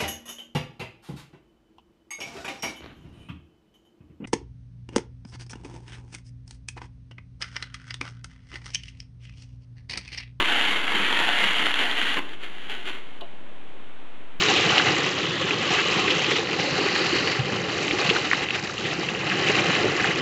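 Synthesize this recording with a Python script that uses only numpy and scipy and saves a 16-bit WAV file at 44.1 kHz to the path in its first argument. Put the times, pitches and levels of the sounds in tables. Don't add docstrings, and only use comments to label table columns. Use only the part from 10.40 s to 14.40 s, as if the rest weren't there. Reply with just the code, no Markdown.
import sys
import numpy as np
from scipy import signal
from scipy.fft import rfft, irfft
from scipy.io import wavfile
from scipy.ndimage import uniform_filter1d

SR = 44100
rng = np.random.default_rng(int(sys.argv[2]) if len(sys.argv) > 2 else 0)


def unload_wav(signal):
    wavfile.write(
        sys.argv[1],
        SR,
        np.round(np.clip(np.atleast_2d(signal).T, -1, 1) * 32767).astype(np.int16),
    )


N = 176400
TIME = np.arange(N) / SR

BREAK_S, BREAK_FALL_S = 1.793, .002
# (time [s], level [dB])
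ARC_ENVELOPE = [(0, -19), (.025, -28), (.038, -27), (.075, -23), (.32, -23), (.42, -29), (.51, -26),
                (.56, -24), (.62, -24.5), (.81, -23), (.9, -24.5), (1.05, -21), (1.12, -25), (1.2, -23),
                (1.243, -25.5), (1.262, -22.5), (1.29, -26), (1.31, -26), (1.33, -33), (1.365, -25.5),
                (1.415, -22), (1.475, -26.5), (1.51, -26.5), (1.54, -28), (1.585, -24.5), (1.64, -25.5),
                (1.705, -25), (1.79, -28.5)]
# (frequency [Hz], relative density [dB])
ARC_SPECTRUM = [(40, -3), (100, -27.5), (200, -10), (310, -6), (365, -16), (440, -4.5), (520, -13.5),
                (830, -7), (1030, -9.5), (1450, -2), (1700, -2), (2050, 0), (2450, -4), (2800, 0.5),
                (3200, 0.5), (3450, -5), (3750, -10.5), (4600, -19), (5150, -30), (6050, -26),
                (6400, -27.5), (7000, -23), (8000, -33), (9400, -32), (10900, -29.5), (11800, -37),
                (12700, -38)]
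def burning_arc(arc_db=-.84, buzz_db=-2, flicker_hz=108, flicker_db=.96):
    alight = np.exp(-np.maximum(TIME - BREAK_S, 0) / BREAK_FALL_S)
    flicker, strength = drift(flicker_hz), envelope(ARC_ENVELOPE)
    discharges = from_db(buzz_db) * sparks(jitter=.45) + crackle()
    discharges = steady_power(discharges * from_db(flicker_db * flicker))
    arc = from_db(arc_db) * shaped(discharges * strength * alight, ARC_SPECTRUM)
    return arc + flame(flicker, strength, alight)


def sparks(jitter, rate_hz=368.55, spread_db=2.5, count=2200):
    interval_scatter, size_scatter = np.clip(rng.standard_normal((count, 2)), -2, 2).T
    times = np.cumsum(np.exp(jitter * interval_scatter) / rate_hz)
    return steady_power(impulses(times, from_db(spread_db * size_scatter)))


def crackle(bursts_per_s=4500, spread_db=3):
    sizes = from_db(spread_db * np.minimum(rng.exponential(1, N), 3.5))
    signs = rng.choice([-1, 1], N)
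    bursting = rng.random(N) < bursts_per_s / SR
    return steady_power(sizes * signs * bursting)


# (time [s], standard deviation [s], level [dB])
FLAME_PUFFS = [(0.005, 0.013, -29), (0.17, 0.016, -36), (0.53, 0.1, -35), (0.722, 0.014, -35.5),
               (0.812, 0.013, -28.5), (0.887, 0.013, -29), (1.023, 0.015, -35), (1.07, 0.0083, -38),
               (1.24, 0.026, -37.5), (1.413, 0.011, -35), (1.785, 0.015, -28)]
# (frequency [Hz], relative density [dB])
FLAME_SPECTRUM = [(40, -24), (95, -10.5), (140, -13.5), (200, -3.5), (300, 0), (380, -3.5), (520, -8),
                  (850, -4.5), (1400, -2.5), (2500, -7), (5000, -36)]
def flame(flicker, strength, alight, flame_db=-21, flicker_db=3.5):
    puffs = sum(from_db(db) * gaussian(TIME - at, width) for at, width, db in FLAME_PUFFS)
    flutter = steady_power(rng.standard_normal(N) * from_db(flicker_db * flicker))
    return shaped(flutter * (from_db(flame_db) * strength + puffs) * alight, FLAME_SPECTRUM)


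# (time [s], relative pop peak [dB], relative crack peak [dB])
POP_EVENTS = [(.003, -7.5, -29), (.0061, -18, -34), (.026, -5, -34), (.0584, -8.5, -30), (.099, -12, -20),
              (.1254, -8.5, -31), (.1634, -12, -33), (.2125, -9, -29), (.2275, -21, -32), (.3628, -11, -34),
              (.3925, -13, -33), (.4937, -18, -35), (.5529, -10, -31), (.5682, -14, -33), (.5783, -13, -34),
              (.6238, -14, -27), (.6569, -19, -31), (.6651, -11, -34), (.7271, -9, -27), (.7733, -8.5, -32),
              (.7911, -5.5, -31), (.8065, -13, -32), (.8508, -9, -35), (.8909, -7, -29), (.9886, -7.5, -28),
              (1.0062, -8, -27), (1.023, -14, -30), (1.1097, -8, -26), (1.2215, -15, -34),
              (1.2592, -7, -34), (1.2682, -8, -28), (1.309, -6, -33), (1.3159, -12, -30),
              (1.3418, -4.5, -13), (1.356, -16, -37), (1.4113, -15, -30), (1.4994, -13, -38),
              (1.5132, -10, -14), (1.587, -10.5, -26), (1.616, -7, -27), (1.6883, -16, -23),
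              (1.7403, -16, -35), (1.7911, -14, -31), (1.8931, -24, -46), (1.9338, -27, -49),
              (2.0351, -21.5, -46), (2.0528, -24, -39), (2.2978, -18, -40), (2.3017, -26, -40),
              (2.3177, -18.5, -40), (2.351, -18, -43), (2.3687, -26, -39), (2.4576, -33, -43),
              (2.4877, -17, -39), (2.4965, -16.5, -38), (2.5303, -26, -37)]
# (frequency [Hz], relative density [dB])
CRACK_SPECTRUM = [(300, -23), (2000, -18), (3300, 28), (4200, -5), (5200, -24), (7000, -19), (9500, -27),
                  (11500, -20), (12700, -14)]
def pops(snap_db=-2.7, spit_db=-18, spit_width_s=.0017):
    times, pop_db, crack_db = np.transpose(POP_EVENTS)
    snaps = np.zeros(N)
    for peak_db, spectrum in ((pop_db, ARC_SPECTRUM), (crack_db, CRACK_SPECTRUM)):
        bursts = impulses(times, from_db(peak_db + snap_db))
        snaps += shaped(bursts, spectrum) / np.abs(pulse(spectrum)).max()
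    swell = gaussian(TIME[:SR] - .5, spit_width_s)
    spit_envelope = signal.fftconvolve(impulses(times, from_db(pop_db + spit_db)), swell, "same")
    return snaps + shaped(crackle() * spit_envelope, ARC_SPECTRUM)


# (time [s], level [dB])
SPUTTER_ENVELOPE = [(1.79, -60), (1.836, -47), (1.942, -41.5), (1.965, -56), (2.005, -48), (2.034, -35),
                    (2.075, -42.5), (2.108, -45), (2.228, -42.5), (2.290, -42), (2.302, -32), (2.36, -39.5),
                    (2.445, -43.5), (2.462, -32), (2.485, -32.5), (2.516, -39), (2.582, -42), (2.614, -51),
                    (2.79, -53.5), (2.81, -80)]
# (frequency [Hz], relative density [dB])
AIR_PUSH_SPECTRUM = [(100, -25), (220, -6), (310, 1), (420, -2), (520, -10), (680, -5), (950, -16),
                     (3000, -42)]
def sputter(spark_db=-1, sizzle_db=-8, push_db=-17, throb_hz=57.18, throb_peak_s=2.57, throb_db=1):
    throb = from_db(throb_db * np.cos(2 * np.pi * throb_hz * (TIME - throb_peak_s)))
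    discharges = from_db(spark_db) * sparks(jitter=.22) + from_db(sizzle_db) * crackle()
    discharges *= envelope(SPUTTER_ENVELOPE) * throb * (TIME > BREAK_S)
    return shaped(discharges, ARC_SPECTRUM) + from_db(push_db) * shaped(discharges, AIR_PUSH_SPECTRUM)


# (time [s], snap level [dB], knock level [dB])
SWITCH_IMPACTS = [(2.8098, -29.5, -50.5), (2.8118, -32.5, -45), (2.8165, -43, -31.5), (2.8307, -47, -44.5)]
# (frequency [Hz], relative level [dB], decay time T60 [s])
CASE_MODES = [(380, -3, 0.069), (594, -11.5, 0.42), (683, 0, 0.092), (827, 2, 0.026), (1050, -4.5, 0.048),
              (2820, -13, 0.12), (2965, -13.5, 0.14), (3320, -11, .03), (3600, -11, .025),
              (3950, -20, .025), (4300, -27, 0.018)]
# (frequency [Hz], relative density [dB])
SNAP_SPECTRUM = [(300, -28), (2300, -10), (3050, 8), (3900, 2), (4700, -14), (5800, -33), (7200, -14),
                 (8600, -27), (9700, -32), (11200, -24), (12500, -25)]
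def switch(snap_t60_s=.018, knock_rise_s=.002):
    times, snap_db, knock_db = np.transpose(SWITCH_IMPACTS)
    t = TIME[:SR]
    snap = shaped(dying_noise(snap_t60_s), SNAP_SPECTRUM)
    modes = sum(from_db(db - 60 * t / t60) * np.sin(2 * np.pi * hz * t) for hz, db, t60 in CASE_MODES)
    knock = (1 - np.exp(-t / knock_rise_s)) * modes
    snaps = convolve(impulses(times, from_db(snap_db)), snap / np.abs(snap).max())
    return snaps + convolve(impulses(times, from_db(knock_db)), knock)


# (frequency [Hz], bandwidth [Hz], gain [dB])
BENCH_RESONANCES = [(250, 10, -3), (313, 29, 3), (440, 30, 0.5), (715, 13, 4.5), (829, 14, 3.5),
                    (954, 21, 3), (1092, 18, 4.5), (1327, 31, 3), (1500, 27, 2)]
def bench(x):
    out = x
    for hz, width, db in BENCH_RESONANCES:
        radius = np.exp(-np.pi * width / SR)
        feedback = [1, -2 * radius * np.cos(2 * np.pi * hz / SR), radius ** 2]
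        band = (1 - radius ** 2) / 2 * signal.lfilter([1, 0, -1], feedback, x)
        out = out + (from_db(db) - 1) * band
    return out


def wandering_reflections(x, wander_hz=4.24, level_db=-13.5, t60_s=.017, delay_s=.00062, paths=8):
    shares = np.array([drift(wander_hz) for _ in range(paths)])
    shares /= np.sqrt(np.sum(shares ** 2, axis=0))
    reflections = sum(convolve(x * share, dying_noise(t60_s, delay_s)) for share in shares)
    return x + from_db(level_db) * reflections


def workshop(x, tail_db=-9, t60_s=.4, delay_s=.0066, bass_db=-5.5, bass_t60_s=.49, bass_hz=670):
    low_pass = signal.butter(2, bass_hz, fs=SR, output="sos")
    bass = signal.sosfilt(low_pass, dying_noise(bass_t60_s, delay_s))
    tail = from_db(tail_db) * dying_noise(t60_s, delay_s) + from_db(bass_db) * bass
    return x + convolve(x, tail)


# (frequency [Hz], relative density [dB])
BACKGROUND_SPECTRUM = [(30, -8), (80, -10), (140, -4), (250, 0), (330, -1), (500, -3.5), (950, -6),
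                       (1500, -8.5), (3100, -10), (3600, -14.5), (5000, -34.5), (7000, -34), (8000, -40),
                       (11000, -37.5), (12500, -56)]
def background(level_db=-48):
    return from_db(level_db) * unit_rms(shaped(rng.standard_normal(N), BACKGROUND_SPECTRUM))


def from_db(db):
    return 10 ** (np.asarray(db) / 20)


def unit_rms(x):
    return x / np.sqrt(np.mean(x ** 2) + 1e-20)


def steady_power(x, window=2200):
    return x / np.sqrt(np.abs(uniform_filter1d(x ** 2, window)) + 1e-12)


def envelope(rows):
    return from_db(np.interp(TIME, *np.transpose(rows)))


def gaussian(t, width):
    return np.exp(-.5 * (t / width) ** 2)


def drift(hz):
    pole = np.exp(-2 * np.pi * hz / SR)
    return unit_rms(signal.lfilter([1], [1, -2 * pole, pole ** 2], rng.standard_normal(N + SR))[SR:])


def impulses(times, sizes):
    out, at = np.zeros(N), (np.asarray(times) * SR).astype(int)
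    np.add.at(out, at[at < N], np.asarray(sizes)[at < N])
    return out


def pulse(spectrum, skew=.69, size=8192):
    hz, db = np.transpose(spectrum)
    grid_hz = np.maximum(np.fft.rfftfreq(size, 1 / SR), 1)
    magnitude = from_db(np.interp(np.log(grid_hz), np.log(hz), db))
    cepstrum = irfft(np.log(magnitude))
    cepstrum[1:size // 2] *= 2
    cepstrum[size // 2 + 1:] = 0
    log_gain = rfft(cepstrum)
    shape = np.fft.fftshift(irfft(np.exp(log_gain.real + 1j * skew * log_gain.imag)))
    return shape / np.sqrt(np.sum(shape ** 2))


def shaped(x, spectrum):
    return signal.fftconvolve(x, pulse(spectrum), "same")


def convolve(x, response):
    return signal.fftconvolve(x, response)[:N]


def dying_noise(t60_s, delay_s=0):
    t = TIME[:SR]
    tail = rng.standard_normal(SR) * from_db(-60 * t / t60_s) * (t >= delay_s)
    return tail / np.sqrt(np.sum(tail ** 2))


def scene(low_cut_hz=113):
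    arc = wandering_reflections(bench(burning_arc() + pops() + sputter()))
    high_pass = signal.butter(2, low_cut_hz, "high", fs=SR, output="sos")
    sources = signal.sosfilt(high_pass, arc + switch())
    return (workshop(sources) + background())[None]


def record(dry, cutoff_hz=12800, offset=-.0514):
    return signal.sosfilt(signal.ellip(10, .1, 80, cutoff_hz, fs=SR, output="sos"), dry) + offset


dry = scene()
out = record(dry)
unload_wav(out)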